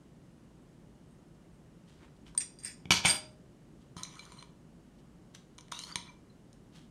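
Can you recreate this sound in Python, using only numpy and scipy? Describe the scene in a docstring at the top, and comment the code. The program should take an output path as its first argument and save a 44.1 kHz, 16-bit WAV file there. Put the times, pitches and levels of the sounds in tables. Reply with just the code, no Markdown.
"""Spoon and bowls in a small kitchen

A metal spoon clinks and rattles on stacked ceramic bowls, the stack is set down twice on the table,
then the spoon knocks and scrapes inside a glass bowl of food. Clicks set banks of resonances ringing.
Under it filtered noise makes a low room rumble, hiss, faint squeaks and a few soft rustles,
and a pulsed sine makes a far cricket. A short noise tail is the echo of the hard walls."""
import sys
import numpy as np
from scipy import signal
from scipy.fft import rfft, irfft
from scipy.io import wavfile

SR = 44100
rng = np.random.default_rng(int(sys.argv[2]) if len(sys.argv) > 2 else 0)


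def generate_wav(sig):
    """Save sig (samples, or channels by samples) to the path in sys.argv[1] as 16-bit PCM at SR."""
    pcm = np.round(np.clip(np.atleast_2d(sig).T, -1, 1) * 32767).astype(np.int16)
    wavfile.write(sys.argv[1], SR, pcm)


def elevation(decibels):
    """Turn decibel levels (scalar or array-like) into linear amplitude ratios."""
    levels = np.asarray(decibels, float)
    return 10 ** (levels / 20)


N = 304290   # samples, 6.9 s

# a plain contact on glass: one level/dB for each zone of modes, low to high
GLASS_PLAIN = [0.15, 0, -1.5, 1.3]
# a broad contact knocks, an edge is bright: rows knock, brightness; columns zones, low to high [dB per dB]
GLASS_FOLLOWS = [
    [0.97, 0.0023, 0, 0],
    [0, 0, 0.65, 1],
]


def rms_one(x):
    """Scale to unit power."""
    return x / np.sqrt(np.mean(x ** 2) + 1e-20)


def at_hz(points, hz):
    """Read a table of (f/Hz, value) on a log-frequency axis."""
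    table_hz, values = np.transpose(points)
    return np.interp(np.log(hz), np.log(table_hz), values)


def ring(force, hz, t60):
    """A resonance: a unit click sets a sine of height 1 ringing, 60 dB down after t60 seconds."""
    r, w = elevation(-60 / (t60 * SR)), 2 * np.pi * hz / SR
    return signal.lfilter([0, np.sin(w)], [1, -2 * r * np.cos(w), r * r], force + 1e-18)


def band(x, low_hz, high_hz):
    """Keep only the pitches between two limits (Butterworth band-pass)."""
    edges = [low_hz, min(high_hz, .45 * SR)]
    return signal.sosfilt(signal.butter(2, edges, "band", fs=SR, output="sos"), x)


def coloured(spectrum, x):
    """Give a white signal the spectrum; rms 1."""
    hz = np.maximum(np.fft.rfftfreq(N, 1 / SR), 1)
    return rms_one(irfft(rfft(x) * elevation(at_hz(spectrum, hz)), N))


def grains(per_s, spread_db):
    """Uneven random clicks of unit power, like many tiny contacts."""
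    sizes = elevation(spread_db * np.minimum(rng.exponential(1, N), 5)) * rng.choice([-1, 1], N)
    return rms_one(sizes * (rng.random(N) < per_s / SR))


def drift(rate):
    """Random wander of spread 1, with a new target `rate` times a second."""
    knots = rng.standard_normal(int(7 * rate) + 2)
    return np.interp(np.arange(N) / SR * rate, np.arange(len(knots)), knots)


def swell(start, rise, fall, depth_db):
    """Gain that climbs to 1 and sinks again, straight in dB; silent outside."""
    corners = np.cumsum([start, rise, fall])
    db = np.interp(np.arange(N) / SR, corners, [-depth_db, 0, -depth_db], left=-200, right=-200)
    return elevation(db)


def while_touching(spans):
    """Gains of each column over time, silent between the spans."""
    t, out = np.arange(N) / SR, 0
    for rows in spans:
        s, *columns = np.transpose(rows)
        out = out + np.array([elevation(np.interp(t, s, c, left=-200, right=-200)) for c in columns])
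    return out


def room_rumble():
    """Low background rumble: steady noise gathered at low pitches."""
    # shape of the rumble: f/Hz, relative level per Hz/dB
    spectrum = [(15, -38), (25, -14.5), (53, -2.5), (91, -11), (117, -4), (167, 0.5), (204, -5), (237, -3),
                (260, -7.5), (293, -6.5), (413, -12.5), (448, -16), (600, -19.5), (780, -47), (1320, -120)]
    return elevation(-57) * coloured(spectrum, rng.standard_normal(N))


def room_hiss():
    """Faint steady hiss: noise spread from the middle pitches upward."""
    # shape of the hiss: f/Hz, relative level per Hz/dB
    spectrum = [(290, -28.5), (500, -5.5), (706, -5), (1990, -15), (2600, -18.5), (2900, -15),
                (3300, -19.5), (4310, -21), (8600, -22.5), (11200, -28.5), (12000, -33), (15500, -37.5)]
    return elevation(-69.5) * coloured(spectrum, rng.standard_normal(N))


def cricket():
    """Far cricket: short sine chirps at a near-steady rate, randomly stronger and weaker."""
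    pitch_hz, per_s, level_db = 6680, 12.6, -81
    count = int(N / SR * per_s) - 1
    times = 0.078 + np.arange(count) / per_s + rng.normal(0, .003, count)
    gate = np.zeros(N)
    gate[(times * SR).astype(int)] = elevation(level_db + rng.normal(0, 3, count))
    gate = signal.fftconvolve(gate, np.hanning(900), "same")   # each chirp is 900 samples long
    return gate * np.sin(2 * np.pi * pitch_hz * np.arange(N) / SR)


def squeaks():
    """Faint high whistles: noise through one narrow resonance, swelling and fading."""
    # the whistles: t/s, length/s, level/dB
    whistles = [(.62, .05, -87), (1.12, .08, -80), (1.547, .06, -82)]
    t = np.arange(N) / SR
    gain = sum(elevation(db) * np.exp(-((t - s) / (.5 * length)) ** 2) for s, length, db in whistles)
    return gain * rms_one(ring(rng.standard_normal(N), hz=8600, t60=0.018))


def rustles():
    """Hands and food brushing: dense fine grains over a dull body."""
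    # each rustle: t/s at the start, rise/s, fall/s, hiss level/dB, dull level/dB before a small cut
    brushes = [(1.86, .02, 0.25, -66.5, -68.5), (1.99, 0.042, .075, -68, -58.5),
               (2.16, .007, .013, -66, -75), (2.255, .016, .06, -59, -60), (3.79, 0.0306, .035, -69, -74),
               (4.96, .03, 0.038, -71, -82), (5.338, .014, .012, -50.5, -54),
               (5.35, .012, 0.09, -63.5, -72), (6.72, .04, 0.108, -58.5, -62)]
    # shape of the hiss: f/Hz, relative level per Hz/dB
    spectrum = [(1180, -41), (2000, -14), (3210, 0.5), (3900, -4), (8520, -12.5), (14000, -31)]
    hiss, dull = 0, 0
    for s, rise, fall, hiss_db, dull_db in brushes:
        gain = swell(s, rise, fall, depth_db=21)
        hiss = hiss + elevation(hiss_db) * gain
        dull = dull + elevation(dull_db) * gain
    fine = grains(5000, spread_db=3.5)
    return hiss * coloured(spectrum, fine) + elevation(-2.5) * dull * rms_one(band(fine, 450, 2300))


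def free_bowl():
    """One bowl rings on: a single faint resonance struck once, heard direct."""
    # the strike: t/s, f/Hz, level/dB, ring time to -60 dB/s
    strike = (3.09, 617, -46, .8)
    s, hz, db, t60 = strike
    return ring(elevation(db) * (np.arange(N) == round(s * SR)), hz, t60)


def table():
    """Soft low pushes make the resonances of the table top answer."""
    # the pushes: t/s, level/dB before a small cut
    thuds = [(2.855, -38), (2.906, -24), (3.05, -27), (3.965, -40), (5.956, -40.5)]
    # resonances of the table top: f/Hz, level before the band-pass/dB, ring time to -60 dB/s
    modes = [(85, -3, .07), (116, 5.5, 0.032), (174.4, 0.5, 0.09), (272, -2, 0.034)]
    force = np.zeros(N)
    for s, db in thuds:
        force[round(s * SR)] = elevation(db - 3.5)
    return band(sum(elevation(db) * ring(force, hz, t60) for hz, db, t60 in modes), 98, 500)


def kitchen(x):
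    """Echo of the hard walls: noise dying band by band, starting after the first reflection."""
    # how long the echo lasts: f/Hz, time to -60 dB/s
    echo_time = [(100, 0.51), (500, 0.5), (2000, .33), (6000, 0.34), (14000, 0.13)]
    t = np.arange(SR // 2) / SR
    edges = 70 * 2 ** np.arange(0, 8.5, .5)   # Hz, half-octave bands
    white = rng.standard_normal((2, len(t)))
    tail = 0
    for k, (low, high) in enumerate(zip(edges, edges[1:])):
        dying = elevation(-60 * t / at_hz(echo_time, np.sqrt(low * high)))
        tail = tail + band(white[k % 2], low, high) * dying
    tail = tail * np.clip((t - .003) / 0.0073, 0, 1)
    return elevation(-10.5) * signal.fftconvolve(x, tail / np.sqrt(np.sum(tail ** 2)))[:N]


def glass_tones():
    """The glass sings briefly, knocked or rubbed by the spoon: short wavering sines swell and fade."""
    # each tone: t/s at the middle, f/Hz before the waver, length/s, level/dB
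    songs = [(3.99, 1263, 0.031, -52), (3.985, 5330, 0.045, -59), (4.002, 1016, 0.071, -54),
             (3.981, 3150, .03, -55), (5.755, 960, .08, -59), (4.037, 4080, 0.023, -48),
             (4.196, 2330, 0.014, -44), (4.2, 4030, 0.028, -52), (4.392, 4095, 0.012, -45.5),
             (5.839, 4300, 0.009, -37.5), (5.926, 4630, 0.0099, -39.5), (6.072, 4020, 0.012, -54),
             (6.094, 2345, 0.025, -50), (6.099, 6200, 0.022, -61.5), (6.101, 990, 0.018, -52.5),
             (6.303, 4050, 0.013, -63.5)]
    t, out = np.arange(N) / SR, np.zeros(N)
    waver = np.cumsum(drift(rate=130)) / SR
    for s, hz, length, db in songs:
        gain = elevation(db) * np.exp(-((t - s) / (0.33 * length)) ** 2)
        out += gain * np.sin(2 * np.pi * hz * (t + 0.0056 * waver))
    return out


def slide():
    """The spoon drawn up the glass wall: its rough grating rises as the free length shortens."""
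    # start and end of the slide: t/s, f/Hz, level/dB
    path = [(5.72, 3585, -46.5), (5.95, 4730, -66.5)]
    # the rough tones: multiple of the gliding pitch, relative level/dB
    partials = [(.74, -4), (1, 1.5), (1.201, -5.5)]
    s, hz, db = np.transpose(path)
    t, out = np.arange(N) / SR, np.zeros(N)
    turns = np.cumsum(np.interp(t, s, hz)) / SR
    for multiple, level_db in partials:
        rough = rms_one(band(grains(1500, spread_db=5.0), 10, 117))
        gain = elevation(level_db + 4.3 * drift(rate=35))   # each tone comes and goes
        out += gain * rough * np.sin(2 * np.pi * multiple * turns)
    return out * elevation(np.interp(t, s, db, left=-200, right=-200))


def by_zone(level_db, character_db, plain, follows):
    """dB in each zone of modes (last axis) from a contact's level and character."""
    return np.asarray(level_db)[..., None] + plain + np.asarray(character_db) @ np.array(follows)


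def blows(rows, plain, follows):
    """Turn (t/s, level/dB, character/dB ..) into rows of (t/s, dB in each zone)."""
    rows = np.array(rows)
    return np.c_[rows[:, 0], by_zone(rows[:, 1], rows[:, 2:], plain, follows)]


def rattle(rows, plain, follows):
    """Gain of each zone over time for loose chatter that swells and dies away."""
    out = 0
    for s, rise, fall, db, character_db in rows:
        zone_gain = elevation(by_zone(db, [character_db], plain, follows))
        out = out + zone_gain[:, None] * swell(s, rise, fall, depth_db=22.5)
    return out


def body(modes, zones, hits, touch, per_s, hit_db, rub_db, crack_db, hiss_db,
         sharp, longest_s, patchy_db, top_hz):
    """Blows and dense small contacts drive the modes; a broad crack and hiss fill in between them."""
    modes, hits = np.array(modes), np.array(hits)
    zone = np.searchsorted(zones, modes[:, 0])
    at = (hits[:, 0] * SR).round().astype(int)
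    chatter = grains(per_s, spread_db=2.5)
    uneven = rng.normal(0, 3.3, (len(hits), len(modes)))   # dB, no two blows alike
    out = np.zeros(N)
    for k, (hz, width, level_db) in enumerate(modes):
        z = zone[k]
        level_db = level_db - modes[zone == z, 2].max()   # the strongest mode of each zone is at 0 dB
        t60 = min(sharp * np.log(1000) / (np.pi * width), longest_s)   # a narrow mode rings longer
        # the loudness of the ringing follows the touch, however long the ring
        force = touch[z] * chatter * np.sqrt(4 * np.log(1000) / (t60 * SR))
        force *= elevation(rub_db + patchy_db * drift(rate=30))   # the contact point wanders across the nodes
        force[at] += elevation(hits[:, 1 + z] + hit_db + uneven[:, k])
        built_up = band(ring(force, hz, t60), hz - 320, hz + 320)   # the ring takes a moment to build
        out += elevation(level_db) * (-1) ** k * built_up
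    edges = [0.53 * modes[:, 0].min(), *zones, top_hz]
    puff = rng.standard_normal(300) * np.exp(-np.arange(300) / (0.001 * SR))   # a crack of a few ms
    grit = grains(5000, spread_db=4.0)   # the finest roughness of the surfaces
    for z in range(4):
        clicks = np.zeros(N)
        clicks[at] = elevation(hits[:, 1 + z] + crack_db)
        broad = signal.fftconvolve(clicks, puff)[:N] + elevation(hiss_db) * touch[z] * grit
        share = np.sqrt(SR / 2 / (edges[z + 1] - edges[z]))   # makes up for the power outside the zone
        out += share * band(band(broad, edges[z], edges[z + 1]), .5 * edges[0], top_hz)
    return out


def scrape():
    """Gain of each zone over time while the spoon rubs the glass."""
    # two strokes along the glass: t/s, pressure level/dB, brightness/dB
    strokes = [
        [(3.965, -57.5, -0.5), (4.1, -64, -6.5), (4.22, -64.5, -2.5), (4.41, -67, -5), (4.46, -80, -6)],
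        [(5.715, -54.5, -3.5), (5.83, -64.5, 6.5), (5.9, -61, -1), (5.955, -75, 3), (6.08, -65, -11),
         (6.13, -84, 0.5)],
    ]
    spans = []
    for stroke in strokes:
        rows = [(s, db, -1, bright_db) for s, db, bright_db in stroke]   # knock stays at -1 dB
        spans.append(blows(rows, GLASS_PLAIN, GLASS_FOLLOWS))
    return while_touching(spans)


def glass():
    """Glass bowl of food: the spoon's knocks and strokes excite its broad, short resonances."""
    # resonances of the glass: f/Hz, width/Hz before `sharp`, relative level/dB
    modes = [(960, 34, -5.5), (1077, 130, -3), (1346, 280, -2), (1970, 480, 2), (2330, 94, -4.5),
             (3060, 160, 0.5), (3448, 150, -4), (3760, 130, 2), (4080, 110, 6.5), (4410, 200, 3.5),
             (4920, 100, 1.5), (5415, 130, -2.5), (5960, 130, -0.5), (6270, 34, -8), (6674, 190, 2),
             (7166, 210, -2), (8680, 120, 1), (9200, 150, -5.5), (9800, 74, -16), (10730, 79, -13.5),
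             (10900, 80, -25), (13100, 190, -25)]
    # limits between the four zones of modes: f/Hz
    zones = [1500, 3500, 5300]
    # knocks: t/s, relative level/dB, knock/dB, brightness/dB
    knocks = [(2.349, -60, 20, 8), (3.966, -47.5, 7, -5), (4.033, -43.5, -12, 14), (4.05, -41, -22, -11),
              (4.154, -50, -10, -3), (4.193, -40.5, -8, -6), (4.252, -62.5, 1, 15), (4.32, -47.5, 3, -4),
              (4.425, -38.5, -5, -13.5), (5.348, -43.5, -19, -3.5), (5.581, -55.5, 6, 10),
              (5.585, -39, -10, -7.5), (5.608, -52.5, -8, 3.5), (5.682, -49, -20, -11),
              (5.718, -40.5, -7, 2.5), (5.721, -32.5, 5, -3), (5.79, -38.5, -14, 4), (5.836, -44, -7, -2),
              (5.915, -47, 1.5, 0), (5.9565, -19, -12, -6.5), (6.529, -57.5, -14.5, 4.5)]
    return body(modes, zones, blows(knocks, GLASS_PLAIN, GLASS_FOLLOWS), scrape(),
                per_s=1300, hit_db=-5, rub_db=-6, crack_db=-8.5, hiss_db=-4.5,
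                sharp=0.87, longest_s=0.046, patchy_db=6.5, top_hz=10950)


def china():
    """Stacked ceramic bowls: blows and rattling set many resonances ringing."""
    # resonances of the bowls: f/Hz, width/Hz before `sharp`, relative level/dB
    modes = [(344, 31, -5.5), (800, 30, -6), (990, 71, 0.5), (1440, 150, -1), (1735, 150, -9.5),
             (2222, 31, -1), (2377, 50, 1.5), (2630, 60, -5), (2986, 60, 2.5), (3370, 110, -1),
             (3700, 60, -4.5), (4150, 110, 0.5), (4510, 70, -1.5), (4623, 70, -2), (4900, 47, -5),
             (5407, 88, -0.5), (5790, 88, -3.5), (6200, 80, -7.5), (6530, 64, -6), (6700, 80, -6),
             (7240, 92, -7.5), (8100, 86, -12.5), (8800, 120, -9), (9400, 120, -25), (10800, 100, -24),
             (11150, 100, -22), (13100, 100, -28.5), (13400, 100, -27.5)]
    # limits between the four zones of modes: f/Hz
    zones = [1300, 3800, 7500]
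    # blows: t/s, relative level/dB, brightness/dB
    strikes = [(2.265, -52.5, -9), (2.279, -60.5, -0.5), (2.855, -40.5, -10), (2.906, -11, 0.5),
               (2.909, -16, -2), (2.918, -18, -1.5), (2.922, -19, -2), (3.049, -16, -9.5), (3.06, -25, 5),
               (3.084, -27.5, 4)]
    # rattles: t/s at the start, rise/s, fall/s, relative peak level/dB, brightness/dB
    rattles = [(2.905, .008, 0.097, -23.5, 8), (3.035, .02, .105, -23, -1.5)]
    # a plain contact: one level/dB for each zone, low to high
    plain = [-6.5, 0, -6, -11.5]
    # harder contact, more treble: one row, columns zones, low to high [dB per dB of brightness]
    follows = [
        [-.3, 0.0033, .9, 0.77],
    ]
    return body(modes, zones, blows(strikes, plain, follows), rattle(rattles, plain, follows),
                per_s=2500, hit_db=-5, rub_db=-9.5, crack_db=-8, hiss_db=-11,
                sharp=0.36, longest_s=0.092, patchy_db=3.5, top_hz=11600)


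def spoon():
    """Metal spoon: clinks and loose chatter set its resonances ringing, mostly high."""
    # resonances of the spoon: f/Hz, width/Hz before `sharp`, relative level/dB
    modes = [(1859, 180, -11.5), (2450, 620, -8.5), (3477, 90, -17), (4020, 110, -20.5), (4784, 70, -13),
             (5260, 220, -18), (5773, 220, -17), (6420, 160, -19), (7090, 200, -13), (8190, 110, -5.5),
             (8520, 58, -4.5), (8690, 32, -2.5), (8833, 76, -4), (9200, 130, -18), (11190, 56, -22),
             (12900, 70, -19.5), (13200, 66, -22.5), (14240, 60, -34.5), (14760, 80, -29.5),
             (15100, 60, -33.5)]
    # limits between the four zones of modes: f/Hz
    zones = [4000, 7800, 10000]
    # clinks: t/s, relative level/dB, ring/dB
    clinks = [(2.376, -29, 13), (2.381, -33.5, 12), (2.406, -35, -3), (2.4144, -40.5, 5), (2.587, -52, 1),
              (2.6344, -53, 10), (2.6464, -43.5, 19), (2.659, -39, 2), (2.681, -44.5, -5), (3.055, -25, 3),
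              (3.0946, -31, 8)]
    # rattles: t/s at the start, rise/s, fall/s, relative peak level/dB, ring/dB
    rattles = [(2.395, 0.014, 0.05, -40, -6), (2.585, .01, .06, -55, -1), (2.625, 0.03, .09, -41, -1),
               (3.045, 0.016, 0.062, -26, -5.5), (3.05, 0.04, 0.1, -32, 7.5)]
    # a plain clink: one level/dB for each zone, low to high
    clink_plain = [-0.5, -1.5, -0.5, -25.5]
    # struck away from the grip, the high modes sing: one row, columns zones [dB per dB of ring]
    clink_follows = [
        [-.1, 0.00049, 0.95, .3],
    ]
    # loose chatter is brighter than a blow: one level/dB for each zone, low to high
    rattle_plain = [0, 0, 0, -17.5]
    # how chatter follows its ring: one row, columns zones [dB per dB of ring]
    rattle_follows = [
        [-.1, -.4, 0.97, 0.95],
    ]
    return body(modes, zones, blows(clinks, clink_plain, clink_follows),
                rattle(rattles, rattle_plain, rattle_follows),
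                per_s=2100, hit_db=-4.0, rub_db=-10.5, crack_db=-16.5, hiss_db=-13.5,
                sharp=.8, longest_s=0.056, patchy_db=4.5, top_hz=11700)


def scene():
    """Near sources with their room, over the background."""
    near = spoon() + china() + glass() + slide() + glass_tones() + table() + rustles()
    background = room_rumble() + room_hiss() + cricket() + squeaks()
    mix = near + kitchen(near) + background + free_bowl()
    return mix[None]   # one channel


def band_limit(x):
    """A steep low-pass at the top of the band."""
    return signal.sosfilt(signal.butter(12, 15690, fs=SR, output="sos"), x)


def record(dry):
    """A soft limiter rounds off the tallest peaks."""
    ceiling = .55   # the height that peaks approach but never pass
    rounded = ceiling * np.tanh(dry / ceiling)
    return band_limit(rounded)


dry = scene()
out = record(dry)
generate_wav(out)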